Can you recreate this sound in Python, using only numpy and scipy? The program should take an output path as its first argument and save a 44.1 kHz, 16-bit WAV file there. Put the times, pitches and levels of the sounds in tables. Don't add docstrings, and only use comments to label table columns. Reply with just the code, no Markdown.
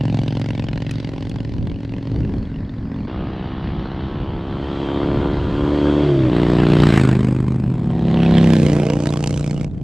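import sys
import numpy as np
from scipy import signal
from scipy.fft import rfft, irfft, next_fast_len
from scipy.io import wavfile
from scipy.ndimage import uniform_filter1d, map_coordinates

SR = 44100
rng = np.random.default_rng(int(sys.argv[2]) if len(sys.argv) > 2 else 0)


def unload_audio(sound):
    columns = np.transpose(np.atleast_2d(sound))
    steps = np.round(np.clip(columns, -1, 1) * 32767)
    wavfile.write(sys.argv[1], SR, steps.astype(np.int16))


N = 433503
TIME = np.arange(N) / SR
SWITCH_S = 3.07
SOUND_M_S = 343
V_GAP_CYCLES = .4

# (peak time [s], peak [dB], half-width [s], loss coming, loss going [dB per distance doubling])
FIRST_LEVEL = [(6.91, -12.5, 0.36, 7.36, 7.15), (6.815, -22, 0.38, 5.16, 13.1), (6.95, -26, 0.088, 3.49, 8)]


def amp(db):
    return 10 ** (np.asarray(db) / 20)


def unit(x):
    return x / np.sqrt(np.mean(x ** 2) + 1e-20)


def along(points, hz):
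    knots_hz, values = np.transpose(points)
    return np.interp(np.log(hz + 1), np.log(knots_hz + 1), values)


def curves(rows, t=TIME):
    knots_s, *columns = np.transpose(rows)
    return [np.interp(t, knots_s, column) for column in columns]


def bumps(rows, t):
    return sum(np.outer(dbs, np.exp(-((t - at_s) / width_s) ** 2)) for at_s, width_s, *dbs in rows)


def wobble(rate_hz, t):
    coarse_s = t[::64]
    knots = rng.standard_normal(int(N * rate_hz / SR) + 4)
    return np.interp(t, coarse_s, map_coordinates(knots, [coarse_s * rate_hz]))


def filtered(x, response):
    n = x.shape[-1]
    size = next_fast_len(n + 8192, True)
    return irfft(rfft(x, size) * response(np.fft.rfftfreq(size, 1 / SR)), size)[..., :n]


def band(x, low_hz, high_hz):
    return signal.sosfilt(signal.butter(4, [low_hz, high_hz], "band", fs=SR, output="sos"), x)


def low_share(hz, edge_hz):
    return 1 / (1 + (hz / edge_hz) ** 8)


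def delayed(x, t, delay_s):
    return np.array([np.interp(t - delay_s, t, side) for side in x])


def two_ports(n, likeness=None):
    # (frequency [Hz], left-right correlation)
    port_likeness = [(25, .96), (250, .99), (1000, .97), (4000, .86), (8000, .72), (12000, .5)]

    def mid_side_gains(hz):
        angle = np.arccos(np.clip(along(likeness or port_likeness, hz), -1, 1)) / 2
        return np.array([np.cos(angle), np.sin(angle)])

    mid, side = filtered(rng.standard_normal((2, n)), mid_side_gains)
    return np.array([mid + side, mid - side])


def blend(sounds, turn):
    place = turn * (len(sounds) - 1)
    mixed = sum(np.maximum(1 - np.abs(place - i), 0) * unit(x) for i, x in enumerate(sounds))
    power = np.atleast_2d(mixed ** 2).mean(0)
    return mixed / np.sqrt(np.abs(uniform_filter1d(power, size=9000)) + 1e-9)


def loudness_db(level, t):
    # (time [s], half-width [s], thump [dB], bark [dB], rasp [dB])
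    swells = [(.93, 0.053, 1.5, -4, 2.5), (1.15, 0.075, -1.5, 4.5, -1), (1.65, 0.37, -0.5, 1.5, -2),
              (2.15, 0.23, 3.5, 4.5, 2), (2.97, 0.12, 4, 6.5, 2.5), (3.25, 0.17, 0.5, 2.5, -0.5),
              (4.35, 0.25, -3, 0, -3), (5.08, 0.37, 5.5, 7, 1.5), (5.46, 0.12, -7.5, -3.5, -0.5),
              (5.87, 0.4, 5.5, 5, 1), (8.85, .17, -3, 3.5, 1), (9.2, 0.21, -2.5, 0.5, 5)]
    rides_db = [db - np.where(t < at_s, coming, going) * np.log2(np.hypot(1, (t - at_s) / width_s))
                for at_s, db, width_s, coming, going in level]
    return np.array(rides_db) + bumps(swells, t)


def firings(cycle, gap_cycles, front_db, scatter_db, jitter_s=.00003):
    pulses = np.zeros(len(cycle))
    for offset, db in [(-gap_cycles / 2, front_db), (gap_cycles / 2, 0)]:
        at = np.flatnonzero(np.diff(np.floor(cycle - offset)) > 0)
        lateness, size = np.clip(rng.standard_normal((400, 2))[:len(at)], -1.5, 1.5).T
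        at = np.clip(at + np.round(jitter_s * SR * lateness).astype(int), 0, len(cycle) - 1)
        pulses[at] = amp(db + scatter_db * size)
    return pulses


def gas_flow(pulses, steady, burst_s, spit_db):
    age_s = np.arange(SR // 40) / SR
    spits = pulses ** 2 * amp(spit_db * rng.uniform(-0.41, 1, len(pulses)))
    burst = np.exp(-age_s / burst_s) * (1 - np.exp(-age_s / 0.00064))
    jet = signal.fftconvolve(spits, burst)[:len(pulses)]
    return np.sqrt((1 - steady) * unit(jet) ** 2 + steady)


def patchy(x, depth_db):
    spectra = signal.stft(x, nperseg=512)[2]
    field = uniform_filter1d(rng.standard_normal(spectra.shape[1:]), size=4, axis=0)
    field = uniform_filter1d(field, size=14, axis=1)
    return signal.istft(spectra * amp(depth_db * unit(field)), nperseg=512)[1][:, :x.shape[1]]


def dispersed(x, pipe_hz=290, radius=0.98):
    poles = [1, -2 * radius * np.cos(2 * np.pi * pipe_hz / SR), radius ** 2]
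    return signal.lfilter(poles[::-1], poles, x)


def pipe_ringing(x, colours, size=8192):
    hz = np.fft.rfftfreq(size, 1 / SR)
    db = np.repeat([along([*colour, (9000, -120)], hz) for colour in colours], 2, axis=0)
    cepstrum = irfft(np.log(amp((db[1:] + db[:-1]) / 2)))
    cepstrum[:, 1:size // 2] *= 2
    cepstrum[:, size // 2 + 1:] = 0
    impulses = irfft(np.exp(rfft(cepstrum)))
    return signal.oaconvolve(x[None], impulses, axes=1)[:, :len(x)]


def mouth_ring(pulses, mouth_hz=2950, log_spread=.14, decay_s=.003):
    age_s = np.arange(SR // 40) / SR
    ring = np.zeros(len(pulses) + SR)
    for at in np.flatnonzero(pulses):
        detune, size = rng.standard_normal(2)
        tone = np.sin(2 * np.pi * mouth_hz * np.exp(log_spread * detune) * age_s)
        ring[at:at + len(age_s)] += pulses[at] * size * np.exp(-age_s / decay_s) * tone
    return unit(band(ring[:len(pulses)], 1500, 6000))


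def motorcycle(t, cycle, level, pose, gap_cycles, pipes, gas, front_db, scatter_db, burst_s, spit_db,
               thump_db, bark_db, rasp_db, ring_db, throttle=1, turbulence_db=-24, bark_noise=.1):
    thump_gain, bark_gain, rasp_gain = amp(loudness_db(level, t))
    turn, steady = np.clip(curves(pose, t), 0, 1)
    pulses = firings(cycle, gap_cycles, front_db, scatter_db)
    flow = gas_flow(pulses, steady, burst_s, spit_db)
    hiss = flow * patchy(two_ports(len(t)), depth_db=2)
    noises = [filtered(hiss, lambda hz: amp(along(colour, hz))) for colour in gas]
    drive = unit(dispersed(pulses)) + amp(turbulence_db) * flow * rng.standard_normal(len(t))
    tones = pipe_ringing(drive, pipes)
    lows = filtered(tones, lambda hz: low_share(hz, 314.5))
    body = blend(lows, turn)
    edge = blend(tones - lows, turn)
    grit = blend([band(x, 442, 1113) for x in noises], turn)
    fizz = blend([band(x, 1640, 14000) for x in noises], turn) + amp(ring_db) * mouth_ring(pulses)
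    blast = steady + (1 - steady) * throttle ** 4
    bark = np.sqrt(1 - bark_noise) * throttle * edge + np.sqrt(bark_noise) * blast * grit
    return (amp(thump_db) * thump_gain * throttle * body
            + amp(rasp_db) * rasp_gain * blast * fizz
            + amp(bark_db) * bark_gain * bark)


def riding_away():
    # (time [s], rate [cycles/s])
    revs = [(0, 22.11), (.5, 22.15), (1, 22.26), (1.6, 22.47), (2.3, 22.5), (3.07, 22.42)]
    level = [(.05, -17, 0.35, 8, 4.3), (.05, -34, 0.42, 1, 4.38), (.45, -42, .6, 7, 5.5)]
    # (time [s], pipes turned to the listener [0-1], steady noise share [0-1])
    pose = [(0, 0.2, 0.16), (.6, 0.21, 0.07), (1.501, 0.44, 0.19), (2.199, .55, 0.29), (2.6, 0.99, 0.73)]
    # (frequency [Hz], level [dB])
    pipes = [
        [(25, -18.5), (60, -11.5), (90, -3.5), (130, 20), (175, 0.5), (220, 6), (270, -2.5), (400, -19),
         (560, -16.5), (720, -14.5), (830, -12.5), (1250, -44.5), (1600, -35), (3500, -75.5)],
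        [(25, -17), (60, -16), (125, 11), (178, -1.5), (225, -6), (268, 6.5), (335, -6.5), (400, -9),
         (505, -18), (560, -12), (700, -33.5), (1100, -37), (3500, -76)],
        [(25, -18.5), (130, 5), (180, -8), (225, 3.5), (270, 3), (340, -16), (400, -14.5), (490, -25),
         (600, -20.5), (720, -41), (790, -29.5), (1100, -29), (3500, -83)],
    ]
    gas = [
        [(500, 1), (900, -1), (1250, -9), (1700, -12), (2400, -16), (2850, -10.5), (3300, -14), (4200, -17.5),
         (4600, -17), (5400, -24.5), (5950, -26), (6300, -29), (8200, -36.5), (10000, -43.5), (15000, -60)],
        [(500, 0.5), (900, -1.5), (1250, -5), (1700, -9), (2400, -20), (3200, -27.5), (4500, -22.5),
         (6000, -39), (8200, -46), (10000, -61), (15000, -71)],
    ]
    t = TIME[TIME < SWITCH_S]
    cycle = np.cumsum(curves(revs, t)[0]) / SR - .975
    bike = motorcycle(t, cycle, level, pose, V_GAP_CYCLES, pipes, gas,
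                      front_db=-3.0, scatter_db=1.0, burst_s=0.003, spit_db=5.0,
                      thump_db=-2.0, bark_db=3.0, rasp_db=1.5, ring_db=-8)
    return np.pad(bike, [(0, 0), (0, N - len(t))])


def wind(breeze_db=-29, lumps_db=2.0, likeness=0.83):
    # (frequency [Hz], level [dB])
    buffet = [(20, -17), (55, -3), (95, -5), (180, -6), (350, -20), (700, -35), (3000, -81.5)]
    # (time [s], half-width [s], rise over the breeze [dB])
    gusts = [(1.6, 0.076, 4), (2.28, .14, 8), (3.3, 0.22, 4), (4.2, 0.58, 3.5), (5.33, 0.29, 9)]
    rumble = unit(filtered(two_ports(N, [(50, likeness)]), lambda hz: amp(along(buffet, hz))))
    return amp(breeze_db + bumps(gusts, TIME) + lumps_db * wobble(12, TIME)) * rumble


def cracks(crack_db=-5, decay_s=0.003):
    # (time [s], relative peak [dB])
    snaps = [(0.396, -36), (0.506, -40.5), (0.9112, -25), (1.295, -33)]
    t = TIME[TIME < SWITCH_S]
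    envelope = sum(amp(db) * (t >= at_s) * np.exp(-np.abs(t - at_s) / decay_s) for at_s, db in snaps)
    noise = band(two_ports(len(t)), 2500, 12000)
    gas = unit(filtered(noise, lambda hz: 1 / (1 + (hz / 5000) ** 2)))
    return np.pad(amp(crack_db) * envelope * gas, [(0, 0), (0, N - len(t))])


def travel(path, t):
    closest_s, miss_m, speed_m_s = path
    past_m = speed_m_s * (t - closest_s)
    range_m = np.hypot(miss_m, past_m)
    return range_m, 1 / (1 + speed_m_s * past_m / range_m / SOUND_M_S)


def cycles(revs, path, t):
    return np.cumsum(curves(revs, t)[0] * travel(path, t)[1]) / SR


def outdoors(x, t, path, height_product_m2, ground_gain, mirror_m=3.25, echo_hz=1500, air_db_per_m=0.1):
    truck_echo = (8, 7, .62)
    peak_m, spread_m, peak_gain = truck_echo
    closest_s, miss_m, speed_m_s = path
    past_m = speed_m_s * (t - closest_s)
    range_m = travel(path, t)[0]
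    bounce_s = 2 * height_product_m2 / range_m / SOUND_M_S
    echo_s = (np.hypot(miss_m + mirror_m, past_m) - range_m) / SOUND_M_S
    bounce_gain = ground_gain * np.sqrt(miss_m / range_m)
    echo_gain = peak_gain * np.exp(-((past_m - peak_m) / spread_m) ** 2)
    treble = filtered(x, lambda hz: 1 - low_share(hz, 9000))
    direct = x - (1 - amp(-air_db_per_m * range_m)) * treble
    echo = filtered(direct, lambda hz: (1 - low_share(hz, 185)) / np.hypot(1, hz / echo_hz))
    heard = direct + bounce_gain * delayed(direct, t, bounce_s) + echo_gain * delayed(echo, t, echo_s)
    return heard / np.sqrt(1 + bounce_gain + bounce_gain ** 2 + echo_gain ** 2)


def first_pass():
    # (closest time [s], distance [m], speed [m/s])
    path = (6.95, 3.31, 31.45)
    # (time [s], rate [cycles/s])
    revs = [(3.07, 28.64), (4.4, 30.884), (6.05, 33.42), (6.35, 26.86), (6.8, 27.48), (7.7, 27.9)]
    # (time [s], throttle opening [0-1])
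    opening = [(6.02, 1), (6.08, .42), (6.27, .42), (6.33, 1)]
    # (time [s], gap [cycles])
    gap = [(6.02, .518), (6.35, .54), (6.75, .55), (7.05, .6)]
    # (time [s], pipes turned to the listener [0-1], steady noise share [0-1])
    pose = [(3.35, 0.13, 0.84), (3.7, 0.052, 0.77), (6.02, 0.37, 0.93), (6.35, 0.57, 0.57),
            (6.8, .69, 0.35), (7.1, 0.97, .16), (7.7, 0.98, .19)]
    # (frequency [Hz], level [dB])
    pipes = [
        [(25, -8), (200, 5), (330, 5.5), (420, -4.5), (560, -12.5), (740, -2), (820, -15.5), (950, -8.5),
         (1130, -10.5), (1350, -22.5), (3200, -32), (5000, -67.5)],
        [(25, -9), (70, 0), (140, 0), (220, -1), (300, 10.5), (365, 5.5), (440, -1), (600, -5.5), (830, -20),
         (930, -14), (1200, -16.5), (1300, -32), (1420, -20), (1700, -30.5), (3200, -35), (5000, -70)],
        [(25, -11.5), (60, 2.5), (110, 1.5), (155, 16), (230, 2.5), (300, 10), (390, 5.5), (510, -8), (640, -5),
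         (800, -13.5), (960, -12), (1150, -21), (1600, -21.5), (3500, -60)],
        [(25, -28), (60, -11.5), (95, -3), (130, 3.5), (165, -8.5), (205, -1.5), (260, -7), (390, -14.5),
         (520, -25.5), (750, -37), (1100, -32), (1600, -42.5), (3500, -69.5)],
    ]
    gas = [
        [(500, -0.5), (1250, -5), (1900, -15), (2400, -23), (3200, -17), (4500, -27.5), (6000, -44.5),
         (15000, -105)],
        [(500, 9), (900, -3.5), (1250, -1.5), (1700, -17.5), (2400, -23.5), (3200, -22), (4500, -27.5),
         (6000, -49), (8200, -59.5), (10000, -80), (15000, -95)],
        [(500, -2), (900, -11.5), (1250, -1.5), (1700, -13), (2400, -19), (3200, -18.5), (4500, -26.5),
         (6000, -39), (8200, -39), (10000, -50), (15000, -58)],
        [(500, -0.5), (900, -2.5), (1250, -5), (1700, -12.5), (2400, -17.5), (3200, -25), (4500, -27),
         (6000, -34.5), (8200, -29.5), (10000, -44.5), (15000, -52)],
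    ]
    t = TIME[TIME >= SWITCH_S]
    cycle = cycles(revs, path, t) - .606
    throttle = curves(opening, t)[0]
    bike = motorcycle(t, cycle, FIRST_LEVEL, pose, curves(gap, t)[0], pipes, gas,
                      front_db=1.2, scatter_db=1.16, burst_s=0.0031, spit_db=1.5,
                      thump_db=0.6, bark_db=2.5, rasp_db=1.5, ring_db=-18.5, throttle=throttle)
    bike += overrun(t, cycle, throttle)
    bike = outdoors(bike, t, path, height_product_m2=0.77, ground_gain=0.07)
    return np.pad(bike + gear_whine(t, cycle) + snarl(t, cycle), [(0, 0), (N - len(t), 0)])


def gear_whine(t, cycle, teeth_per_cycle=90, whine_db=-13):
    tone = np.sin(2 * np.pi * teeth_per_cycle * cycle + .8 * wobble(25, t))
    loaded = np.interp(t, [5.98, 6.08], [1, 0])
    rasp_db = loudness_db(FIRST_LEVEL, t)[2]
    return amp(rasp_db + whine_db + 2.0 * wobble(10, t)) * loaded * unit(tone)


def snarl(t, cycle):
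    tones = sum(amp(4 * wobble(9, t))
                * np.sin(2 * np.pi * (harmonic * cycle + rng.random()) + .5 * wobble(20, t))
                for harmonic in (25, 27, 29, 31, 33, 39))
    return amp(np.interp(t, [SWITCH_S, 5.95, 6.2], [-48, -41, -75])) * unit(tones)


def running_gear(ring_hz=3270, width_hz=170):
    # (time [s], ring [dB], hiss [dB])
    levels = [(3.1, -74.5, -80), (4.3, -65, -75.5), (4.8, -44, -61), (5.4, -56.5, -61.5), (5.9, -41, -53.5),
              (6.5, -56.5, -63), (7, -66.5, -65), (7.5, -88, -83)]
    ring_db, hiss_db = curves(levels)
    noise = two_ports(N)
    ring = unit(filtered(noise, lambda hz: 1 / (1 + ((hz - ring_hz) / width_hz) ** 2)))
    hiss = unit(band(noise, 3700, 8700))
    return filtered(amp(ring_db) * ring + amp(hiss_db) * hiss, lambda hz: low_share(hz, 9000))


def far_drone(drone_db=-34):
    # (multiple of the cycle rate, level [dB])
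    harmonics = [(4, -5), (5, 0), (6, -3)]
    cycle = np.cumsum(np.interp(TIME, [3.3, 3.9, 5.8], [32, 33.4, 33])) / SR
    tones = sum(amp(db + 2 * wobble(6, TIME)) * np.sin(2 * np.pi * k * cycle + .4 * wobble(9, TIME))
                for k, db in harmonics)
    fade = np.interp(TIME, [SWITCH_S, 3.1, 4.2, 5.5, 7.5], [0, .6, 1, .6, 0])
    return amp(drone_db) * fade * unit(tones)


def overrun(t, cycle, throttle, hum_db=2.5):
    # (multiple of the cycle rate, level [dB])
    harmonics = [(2, -19), (4, -2), (8, -14), (10, -2), (11, -17), (12, -16), (18, -17), (19, -24)]
    hum = sum(amp(db + 1.3 * wobble(25, t)) * np.sin(2 * np.pi * k * cycle + .15 * wobble(30, t))
              for k, db in harmonics)
    shut = (1 - throttle) / (1 - throttle.min() + 1e-6)
    thump_db = loudness_db(FIRST_LEVEL, t)[0]
    return amp(thump_db + hum_db) * shut * unit(hum)


def second_pass():
    # (closest time [s], distance [m], speed [m/s])
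    path = (8.564, 2.41, 22.68)
    # (time [s], rate [cycles/s])
    revs = [(7.4, 30.896), (8.2, 31.352), (8.9, 31.334), (9.83, 31.721)]
    # (time [s], throttle opening [0-1])
    opening = [(9.64, 0.93), (9.71, 0.16), (9.8, 0.39)]
    level = [(8.485, -9.5, 0.31, 10.1, 5.76), (8.412, -23.5, 0.62, 32.2, 12.6),
             (8.39, -29.5, 0.3, 19.9, 6.05)]
    # (time [s], pipes turned to the listener [0-1], steady noise share [0-1])
    pose = [(8.001, .13, 0.46), (8.349, .12, .35), (8.6, 0.49, 0.32), (8.901, 0.77, .15),
            (9.149, 0.84, .053), (9.6, 0.84, 0.1)]
    # (frequency [Hz], level [dB])
    pipes = [
        [(25, -9), (95, 2), (125, -11), (170, 8), (230, 7.5), (280, -3.5), (390, -8), (520, -16.5), (750, -12),
         (950, -23.5), (1200, -35.5), (1600, -32.5), (3500, -72)],
        [(25, -21), (90, 0), (150, 2.5), (215, 5), (300, -0.5), (370, -1.5), (460, -4), (540, -7.5),
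         (660, -14.5), (850, -26.5), (1100, -36), (1600, -32), (3500, -75)],
        [(25, -26.5), (60, 2), (110, 6), (150, 8), (215, 1.5), (300, -4.5), (390, -15.5), (520, -14.5),
         (750, -17), (1100, -33), (1600, -35.5), (3500, -76.5)],
    ]
    gas = [
        [(500, -14), (900, -9), (1250, -6.5), (1700, -7.5), (2400, -16), (3200, -11.5), (4500, -21),
         (6000, -37.5), (8200, -46.5), (10000, -55), (15000, -64)],
        [(500, 7), (900, -11.5), (1250, -14), (1700, -18), (2400, -19), (3200, -24), (4500, -27.5),
         (6000, -30.5), (8200, -32), (10000, -40), (15000, -53.5)],
        [(500, 2), (900, -0.5), (1250, -11), (1700, -34), (2400, -26.5), (3200, -29), (4500, -33),
         (6000, -32.5), (8200, -36.5), (10000, -50), (15000, -65.5)],
    ]
    t = TIME[TIME >= 7]
    cycle = cycles(revs, path, t) - .735
    bike = motorcycle(t, cycle, level, pose, V_GAP_CYCLES, pipes, gas,
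                      front_db=-3.0, scatter_db=0.5, burst_s=0.0018, spit_db=8.0,
                      thump_db=0.0, bark_db=3.5, rasp_db=0, ring_db=-9, throttle=curves(opening, t)[0])
    bike = beamed(pipe_return(bike, t, path), t)
    bike = outdoors(bike, t, path, height_product_m2=0.52, ground_gain=0.13)
    return np.pad(bike, [(0, 0), (N - len(t), 0)])


def pipe_return(x, t, path, trip_s=.0059, gain=0.32, dull_hz=1100):
    dull = filtered(x, lambda hz: low_share(hz, dull_hz))
    doppler = travel(path, t)[1]
    return x + gain * (delayed(dull, t, trip_s / doppler) - .5 * dull)


def beamed(x, t, edge_hz=5000):
    # (time [s], half-width [s], treble boost [dB])
    beam = [(9.3, 0.26, 7)]
    treble = x - filtered(x, lambda hz: low_share(hz, edge_hz))
    return x + (amp(bumps(beam, t)) - 1) * treble


def from_right(x):
    # (frequency [Hz], left minus right [dB])
    tilt = [(400, -0.5), (1100, -6.5), (2800, -4), (4600, -6.5), (12000, -1)]
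    # (frequency [Hz], left lag [rad])
    lag = [(200, 0), (700, 0.32), (1400, 0.82), (3200, 0.4), (8000, 2)]
    sides = np.array([[.5], [-.5]])
    return filtered(x, lambda hz: amp(sides * along(tilt, hz)) * np.exp(-1j * sides * along(lag, hz)))


def scene():
    # (time [s], stereo width [0-1])
    width = [(0, .5), (.5, 1), (1.75, 1), (2, .45), (2.5, .25), (2.65, 0), (8, 0), (8.5, 1)]
    second = from_right(second_pass())
    switch_dip = np.minimum(np.abs(TIME - SWITCH_S) / .002, 1)
    rides = switch_dip * (riding_away() + first_pass())
    mix = rides + cracks() + running_gear() + far_drone() + second + wind()
    middle = mix.mean(0)
    return middle + curves(width)[0] * (mix - middle)


def record(dry, ceiling=.9, low_hz=8, top_hz=15800):
    rounded = dry / (1 + np.abs(dry / ceiling) ** 6) ** (1 / 6)
    return filtered(rounded, lambda hz: (hz > low_hz) * (hz < top_hz))


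dry = scene()
out = record(dry)
unload_audio(out)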